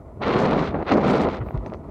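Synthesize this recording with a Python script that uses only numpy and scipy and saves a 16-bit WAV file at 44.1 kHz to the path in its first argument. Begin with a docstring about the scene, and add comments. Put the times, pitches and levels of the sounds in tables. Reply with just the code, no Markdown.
"""A low rush of air, then two long gusts with a weaker one between, buffeting a camera microphone
under a parachute. Each gust is a lumpy roar of turbulent eddies with a grainy rasp on top, and taut
fabric snaps at the height of the long ones. Afterwards the rigging bumps the camera mount, a line
swishes, straps tick and buckles jingle in the steady airflow."""
import sys
import numpy as np
from scipy import signal
from scipy.fft import rfft, irfft, next_fast_len
from scipy.io import wavfile
from scipy.ndimage import uniform_filter1d, minimum_filter1d

SR = 44100
rng = np.random.default_rng(int(sys.argv[2]) if len(sys.argv) > 2 else 0)


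def dump_mix(stems):
    """Bounce the given channels to the path in sys.argv[1] as a 16-bit WAV at rate SR."""
    frames = np.atleast_2d(stems).T  # one column per channel
    limited = np.clip(frames, -1, 1)  # hard clip at full scale
    pcm = np.round(limited * 32767).astype(np.int16)
    wavfile.write(sys.argv[1], SR, pcm)


N = 83790
TIME = np.arange(N) / SR

# Envelopes of the wind. Each row: time in seconds, level in dB.
FLOW_ENVELOPE = [(0, -45), (0.17, -44.5), (0.3, -29.5), (1.3, -51), (1.47, -33.5), (1.525, -38),
                 (1.548, -27), (1.575, -34.5), (1.635, -37), (1.67, -31), (1.705, -40.5), (1.745, -34),
                 (1.78, -41), (1.9, -39.5)]  # airflow of the glide
RUMBLE_ENVELOPE = [(0, -46.5), (0.16, -43), (0.28, -31.5), (0.5, -41.5), (0.75, -34), (0.95, -43.5),
                   (1.3, -35), (1.52, -37), (1.62, -33), (1.68, -42.5), (1.9, -41.5)]  # low rumble of the mount
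RASP_ENVELOPE = [(0.195, -100), (0.21, -57), (0.221, -30.5), (0.28, -26.5), (0.43, -28.5), (0.48, -31.5),
                 (0.61, -29.5), (0.695, -34), (0.72, -48.5), (0.85, -50.5), (0.872, -31), (0.922, -21),
                 (0.96, -39), (1.0, -40), (1.06, -30.5), (1.12, -28.5), (1.24, -34), (1.27, -41.5),
                 (1.345, -35.5), (1.38, -43), (1.41, -59), (1.6, -61.5), (1.8, -95)]  # coarse grains
FIZZ_ENVELOPE = [(0.22, -100), (0.24, -66), (0.28, -53.5), (0.35, -55), (0.405, -46.5), (0.48, -58.5),
                 (0.62, -54.5), (0.68, -58.5), (0.73, -94), (0.86, -92), (0.92, -50.5), (1.0, -64.5),
                 (1.09, -51.5), (1.235, -56), (1.27, -70), (1.35, -58), (1.42, -93)]  # fine treble grains
SURGE_ENVELOPE = [(0.12, -58.5), (0.27, -28.5), (0.38, -25), (0.405, -31), (0.45, -22.5), (0.56, -28.5),
                  (0.67, -34), (0.725, -37.5), (0.745, -23), (0.86, -43), (0.92, -33.5), (1.0, -26),
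                  (1.08, -21.5), (1.16, -27.5), (1.28, -27), (1.38, -42.5)]  # large, slow eddies
ROAR_ENVELOPE = [(0.19, -72), (0.21, -33.5), (0.222, -31), (0.25, -30.5), (0.276, -20), (0.45, -20.5),
                 (0.57, -21), (0.65, -25.5), (0.685, -36), (0.736, -31), (0.744, -19.5), (0.79, -27),
                 (0.83, -24.5), (0.842, -43.5), (0.868, -32.5), (0.902, -30), (0.92, -15.5), (0.97, -17.5),
                 (1.02, -22.5), (1.09, -20.5), (1.24, -19.5), (1.285, -21), (1.305, -31.5), (1.39, -35.5),
                 (1.43, -68)]  # eddies striking the microphone

# Spectral shapes of the sources. Each row: frequency in Hz, relative level in dB.
HISS_SPECTRUM = [(1000, -32), (6000, -4), (10000, -4.5), (13000, -9.5), (16000, -10)]
FLOW_SPECTRUM = [(15, -33.5), (35, -12.5), (100, 6.5), (250, 1.5), (380, 5), (560, -3), (660, -0.5),
                 (760, -8), (1000, -5.5), (1450, -16.5), (1560, -27.5), (2000, -23.5), (3000, -39),
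                 (4200, -41.5), (6000, -50.5), (16000, -66.5)]
RUMBLE_SPECTRUM = [(15, -44), (30, -16.5), (45, 2.5), (58, 7.5), (80, 5.5), (130, -3), (400, -60),
                   (2000, -91.5)]
SWISH_SPECTRUM = [(3000, -42), (10000, -13), (12500, -13), (13500, -2), (15500, -8)]
SCUFF_SPECTRUM = [(100, -6), (500, -7), (1400, 1), (1600, -11), (1950, -5.5), (2400, -19), (3200, -20),
                  (4000, -59), (16000, -70)]
BODY_SPECTRUM = [(20, -25.5), (60, -20), (200, -2), (600, 7), (1200, 0), (1700, -11.5), (3000, -31.5),
                 (8000, -58), (16000, -79)]  # dull part of a strap tick
EDGE_SPECTRUM = [(100, -42), (500, 7.5), (1500, 0.5), (2000, 6), (2300, 1.5), (2700, -3), (3200, -11),
                 (4200, -11.5), (6200, -20.5), (8000, -39.5), (16000, -65)]  # bright part of a tick, and the crackles in the gusts
SNAP_SPECTRUM = [(500, -10), (2000, 4.5), (4300, 1), (6500, -7), (9000, -12.5), (13000, -27.5),
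                 (16000, -38)]
RASP_SPECTRUM = [(40, -26.5), (150, -11.5), (500, 4), (1350, 4.5), (1600, -4.5), (2100, -4), (3200, -11.5),
                 (4200, -13.5), (5500, -34), (7500, -53.5), (11000, -73.5), (16000, -71.5)]
FIZZ_SPECTRUM = [(500, -32.5), (2000, -11), (4500, 4.5), (6500, -2), (9000, -17), (12000, -40),
                 (16000, -53.5)]
SURGE_SPECTRUM = [(40, -27), (100, -13), (160, 0.5), (230, 0), (320, -12), (600, -50), (2000, -91.5)]
ROAR_SPECTRUM = [(40, -27.5), (90, -7.5), (170, -3.5), (300, 1), (500, 0), (800, -6), (1350, -15),
                 (1600, -23), (2200, -28), (4000, -60.5), (5500, -81.5), (16000, -100)]

# Stereo width. Each row: frequency in Hz, gain of the side signal in dB.
SCENE_WIDTH = [(300, -77.5), (1500, -61.5), (2850, -55), (3080, -14.5), (3400, -4.5), (4300, -16),
               (6000, -15.5), (8000, -19.5), (14000, -17)]
HISS_WIDTH = [(300, -69), (2850, -33), (3100, -1), (7000, -3), (12000, -5)]

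# Jingles of small buckles. Each row: start in seconds, level in dB.
BUCKLE_JINGLES = [(0.792, -74.5), (1.565, -79), (1.665, -63.5), (1.74, -71)]
# Modes of the buckles. Each row: frequency in Hz, relative level in dB.
BUCKLE_MODES = [(4600, -0.5), (5250, -6), (5950, 2), (6450, -2.5), (8200, -7)]
# Bumps on the mount. Each row: start in seconds, level in dB, pitch in Hz, 60 dB decay time in seconds.
MOUNT_BUMPS = [(1.402, -18, 112.6, 0.043), (1.538, -15.5, 127, 0.021), (1.563, -20, 53, 0.21)]
# Strap ticks. Each row: start in seconds, body drive in dB, edge drive in dB, edge cutoff in Hz.
STRAP_TICKS = [(0.745, -16.5, -36.5, 4000), (0.827, -31, -29.5, 4560), (0.915, -8, -33, 3980),
               (0.979, -39, -35, 9900), (1.288, -16.5, -23.5, 8960), (1.463, -37, -50, 2500),
               (1.487, -26.5, -32.5, 2790), (1.508, -23, -42, 2500), (1.576, -37, -34, 6450),
               (1.662, -29, -29, 8050), (1.7, -38, -39, 5000), (1.721, -23, -53, 2400),
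               (1.73, -23, -47, 2200), (1.737, -40, -32, 6500), (1.745, -27, -36, 4000)]
# Snaps of the fabric. Each row: start in seconds, level in dB.
FABRIC_SNAPS = [(0.38, -38.5), (0.408, -33), (0.426, -37), (0.511, -38), (0.546, -45), (1.062, -37),
                (1.079, -32), (1.093, -31.5), (1.107, -31), (1.132, -31), (1.163, -33), (1.173, -39),
                (1.216, -27), (1.236, -33), (1.737, -51)]


def from_db(db):
    """Amplitude grows tenfold for every 20 dB."""
    return 10 ** (np.asarray(db) / 20)


def unit_rms(x):
    """Normalisation to a mean power of one."""
    return x / np.sqrt(np.mean(x ** 2) + 1e-20)


def level(envelope):
    """Gain over time, interpolated linearly in decibels."""
    return from_db(np.interp(TIME, *np.transpose(envelope)))


def decays(events, t60):
    """Exponential decay: the gain jumps at each event, then falls 60 dB in t60 seconds."""
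    return sum((TIME >= s) * from_db(db - 60 * np.maximum(TIME - s, 0) / t60) for s, db in events)


def flutter(spread_db, hz):
    """Random amplitude modulation: a gain whose level follows low-pass noise."""
    pole = np.exp(-2 * np.pi * hz / SR)
    drift = signal.lfilter([1], [1, -2 * pole, pole * pole], rng.standard_normal(2 * N))[N:]
    return from_db(spread_db * unit_rms(drift))


def colour(x, spectrum):
    """Minimum-phase filtering: folding the cepstrum makes the response follow its cause."""
    size = 2 * next_fast_len(N)
    hz, db = np.transpose(spectrum)
    bin_hz = np.arange(size // 2 + 1) * SR / size
    log_gain = np.log(from_db(np.interp(np.log(bin_hz + 1), np.log(hz), db)))
    cepstrum = irfft(log_gain)
    cepstrum[1:size // 2] *= 2
    cepstrum[size // 2 + 1:] = 0
    return irfft(rfft(x, size) * np.exp(rfft(cepstrum)))[..., :N]


def strike(kicks, spectrum):
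    """Convolution with an impulse response whose peak is one."""
    return colour(kicks, spectrum) / np.abs(colour(signal.unit_impulse(N), spectrum)).max()


def resonate(x, hz, width_hz):
    """A damped oscillator: a unit kick starts a decaying sine of amplitude one."""
    radius, angle = np.exp(-np.pi * width_hz / SR), 2 * np.pi * hz / SR
    return signal.lfilter([0, np.sin(angle)], [1, -2 * radius * np.cos(angle), radius ** 2], x + 1e-18)


def grains(per_s, spread_db):
    """A Poisson process of pressure kicks, uneven in size and sign; mid and side rows."""
    sizes = from_db(spread_db * np.minimum(rng.exponential(1, (2, N)), 5))
    return sizes * rng.choice([-1, 1], (2, N)) * (rng.random((2, N)) < per_s / SR)


def shot_noise(spectrum, per_s, spread_db):
    """Filtered random kicks superpose into a grainy noise of unit power."""
    return unit_rms(colour(grains(per_s, spread_db), spectrum))


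def smooth_noise(spectrum):
    """Filtered Gaussian noise of unit power; mid and side rows."""
    return unit_rms(colour(rng.standard_normal((2, N)), spectrum))


def stereo(rows, width):
    """Left and right are the sum and difference of the mid and the filtered side."""
    mid, side = rows[0], colour(rows[1], width)
    return np.array([mid + side, mid - side])


def microphone_hiss():
    """Self-noise of the microphones sets a faint, constant floor."""
    return from_db(-79) * smooth_noise(HISS_SPECTRUM)


def airflow():
    """Broadband flow noise of the glide, with a faint hollow resonance and the rumble of the mount."""
    rush = smooth_noise(FLOW_SPECTRUM) * level(FLOW_ENVELOPE)
    rumble = smooth_noise(RUMBLE_SPECTRUM) * level(RUMBLE_ENVELOPE)
    hum = from_db(-52) * unit_rms(resonate(smooth_noise(FLOW_SPECTRUM), hz=649, width_hz=38))
    return rush * flutter(spread_db=2.06, hz=25) + hum + rumble


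def line_swish(peak_s=1.485, width_s=0.032):
    """Sliding friction of a line gives a brief swell of faint, very high noise."""
    swell = np.exp(-.5 * ((TIME - peak_s) / width_s) ** 2)
    return from_db(-69.5) * swell * smooth_noise(SWISH_SPECTRUM)


def buckle_jingles():
    """Modal ringing: each mode of the buckles is excited by its own run of light touches."""
    ring = sum(from_db(db) * resonate(grains(per_s=400, spread_db=4.5), hz, width_hz=110)
               for hz, db in BUCKLE_MODES)
    return unit_rms(ring) * decays(BUCKLE_JINGLES, t60=0.2)


def strap_scuff(start_s=1.4, rise_s=0.0025, hold_s=0.021, t60=0.054):
    """Friction of webbing makes a short, dull rub along with the first bump."""
    age = np.maximum(TIME - start_s, 0)
    envelope = np.minimum(age / rise_s, 1) * from_db(-38 - 60 * np.maximum(age - hold_s, 0) / t60)
    return envelope * shot_noise(SCUFF_SPECTRUM, per_s=5000, spread_db=4)


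def mount_bumps(attack_s=0.0177):
    """Damped vibration: each soft push of the rigging swings the mount for a few cycles."""
    bumps = np.zeros(N)
    for s, db, hz, t60 in MOUNT_BUMPS:
        age = np.maximum(TIME - s, 0)
        envelope = np.minimum(age / attack_s, 1) * from_db(db - 60 * np.maximum(age - attack_s, 0) / t60)
        bumps += envelope * np.sin(2 * np.pi * hz * age)
    return bumps


def strap_ticks(rustle_db=-19, rustle_s=0.0015):
    """Impulse excitation: a kick and its brief rustle give a dull body, a bright edge and a short ring."""
    body, edge = np.zeros((2, 2, N))
    rustle_envelope = from_db(rustle_db) * np.exp(-TIME / rustle_s)
    for s, body_db, edge_db, cutoff_hz in STRAP_TICKS:
        start = int(s * SR)
        kick = (rng.standard_normal((2, N)) * rustle_envelope)[:, :N - start]
        kick[:, 0] -= 1
        lowpass = signal.butter(3, cutoff_hz, fs=SR, output="sos")
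        body[:, start:] += from_db(body_db) * kick
        edge[:, start:] += from_db(edge_db) * signal.sosfilt(lowpass, kick + 1e-18)
    ring = from_db(-18) * resonate(edge, hz=2460, width_hz=360)
    return strike(body, BODY_SPECTRUM) + strike(edge, EDGE_SPECTRUM) + ring


def fabric_snaps():
    """Taut fabric radiates an impulse as it cracks in the wind, then a decaying crinkle."""
    crinkle = unit_rms(grains(per_s=3500, spread_db=4.5))
    kicks = from_db(-18) * decays(FABRIC_SNAPS, t60=0.064) * crinkle
    for s, db in FABRIC_SNAPS:
        kicks[0, int(s * SR)] += from_db(db)  # the crack itself is centred
    return strike(kicks, SNAP_SPECTRUM)


def gust_rasp():
    """Shot noise: gusts scrape the housing in tiny kicks, with stray crackles and a treble fizz."""
    coarse = shot_noise(RASP_SPECTRUM, per_s=5000, spread_db=4)
    crackle = from_db(-10) * shot_noise(EDGE_SPECTRUM, per_s=170, spread_db=1.5)
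    fizz = shot_noise(FIZZ_SPECTRUM, per_s=2200, spread_db=4)
    rasp = (coarse + crackle) * level(RASP_ENVELOPE) + fizz * level(FIZZ_ENVELOPE)
    return rasp * flutter(spread_db=2, hz=47.3)


def gust_buffet():
    """Turbulent pressure: eddies slap the microphone in a dense roar; large ones swell underneath."""
    roar = shot_noise(ROAR_SPECTRUM, per_s=1800, spread_db=1.65) * level(ROAR_ENVELOPE)
    surge = shot_noise(SURGE_SPECTRUM, per_s=1800, spread_db=1.65) * level(SURGE_ENVELOPE)
    return (roar + surge) * flutter(spread_db=1.0, hz=24.4)


def scene():
    """Superposition of all sources, centred in the bass and slightly wide in the treble."""
    wind = gust_buffet() + gust_rasp() + airflow()
    gear = strap_ticks() + fabric_snaps() + buckle_jingles() + strap_scuff() + mount_bumps()
    return stereo(wind + gear + line_swish(), SCENE_WIDTH) + stereo(microphone_hiss(), HISS_WIDTH)


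def record(dry, limit_db=-6.5, window_s=0.0057, cutoff_hz=15700):
    """Look-ahead limiting holds down the hardest buffets; a steep low-pass then cuts the top."""
    window = int(window_s * SR)
    allowed = np.minimum(1, from_db(limit_db) / (np.abs(dry).max(axis=0) + 1e-9))
    held = minimum_filter1d(allowed, window)
    gain = uniform_filter1d(uniform_filter1d(held, window // 2), window // 2)
    lowpass = signal.ellip(10, .1, 80, cutoff_hz, fs=SR, output="sos")
    return signal.sosfilt(lowpass, dry * gain)


dry = scene()
out = record(dry)
dump_mix(out)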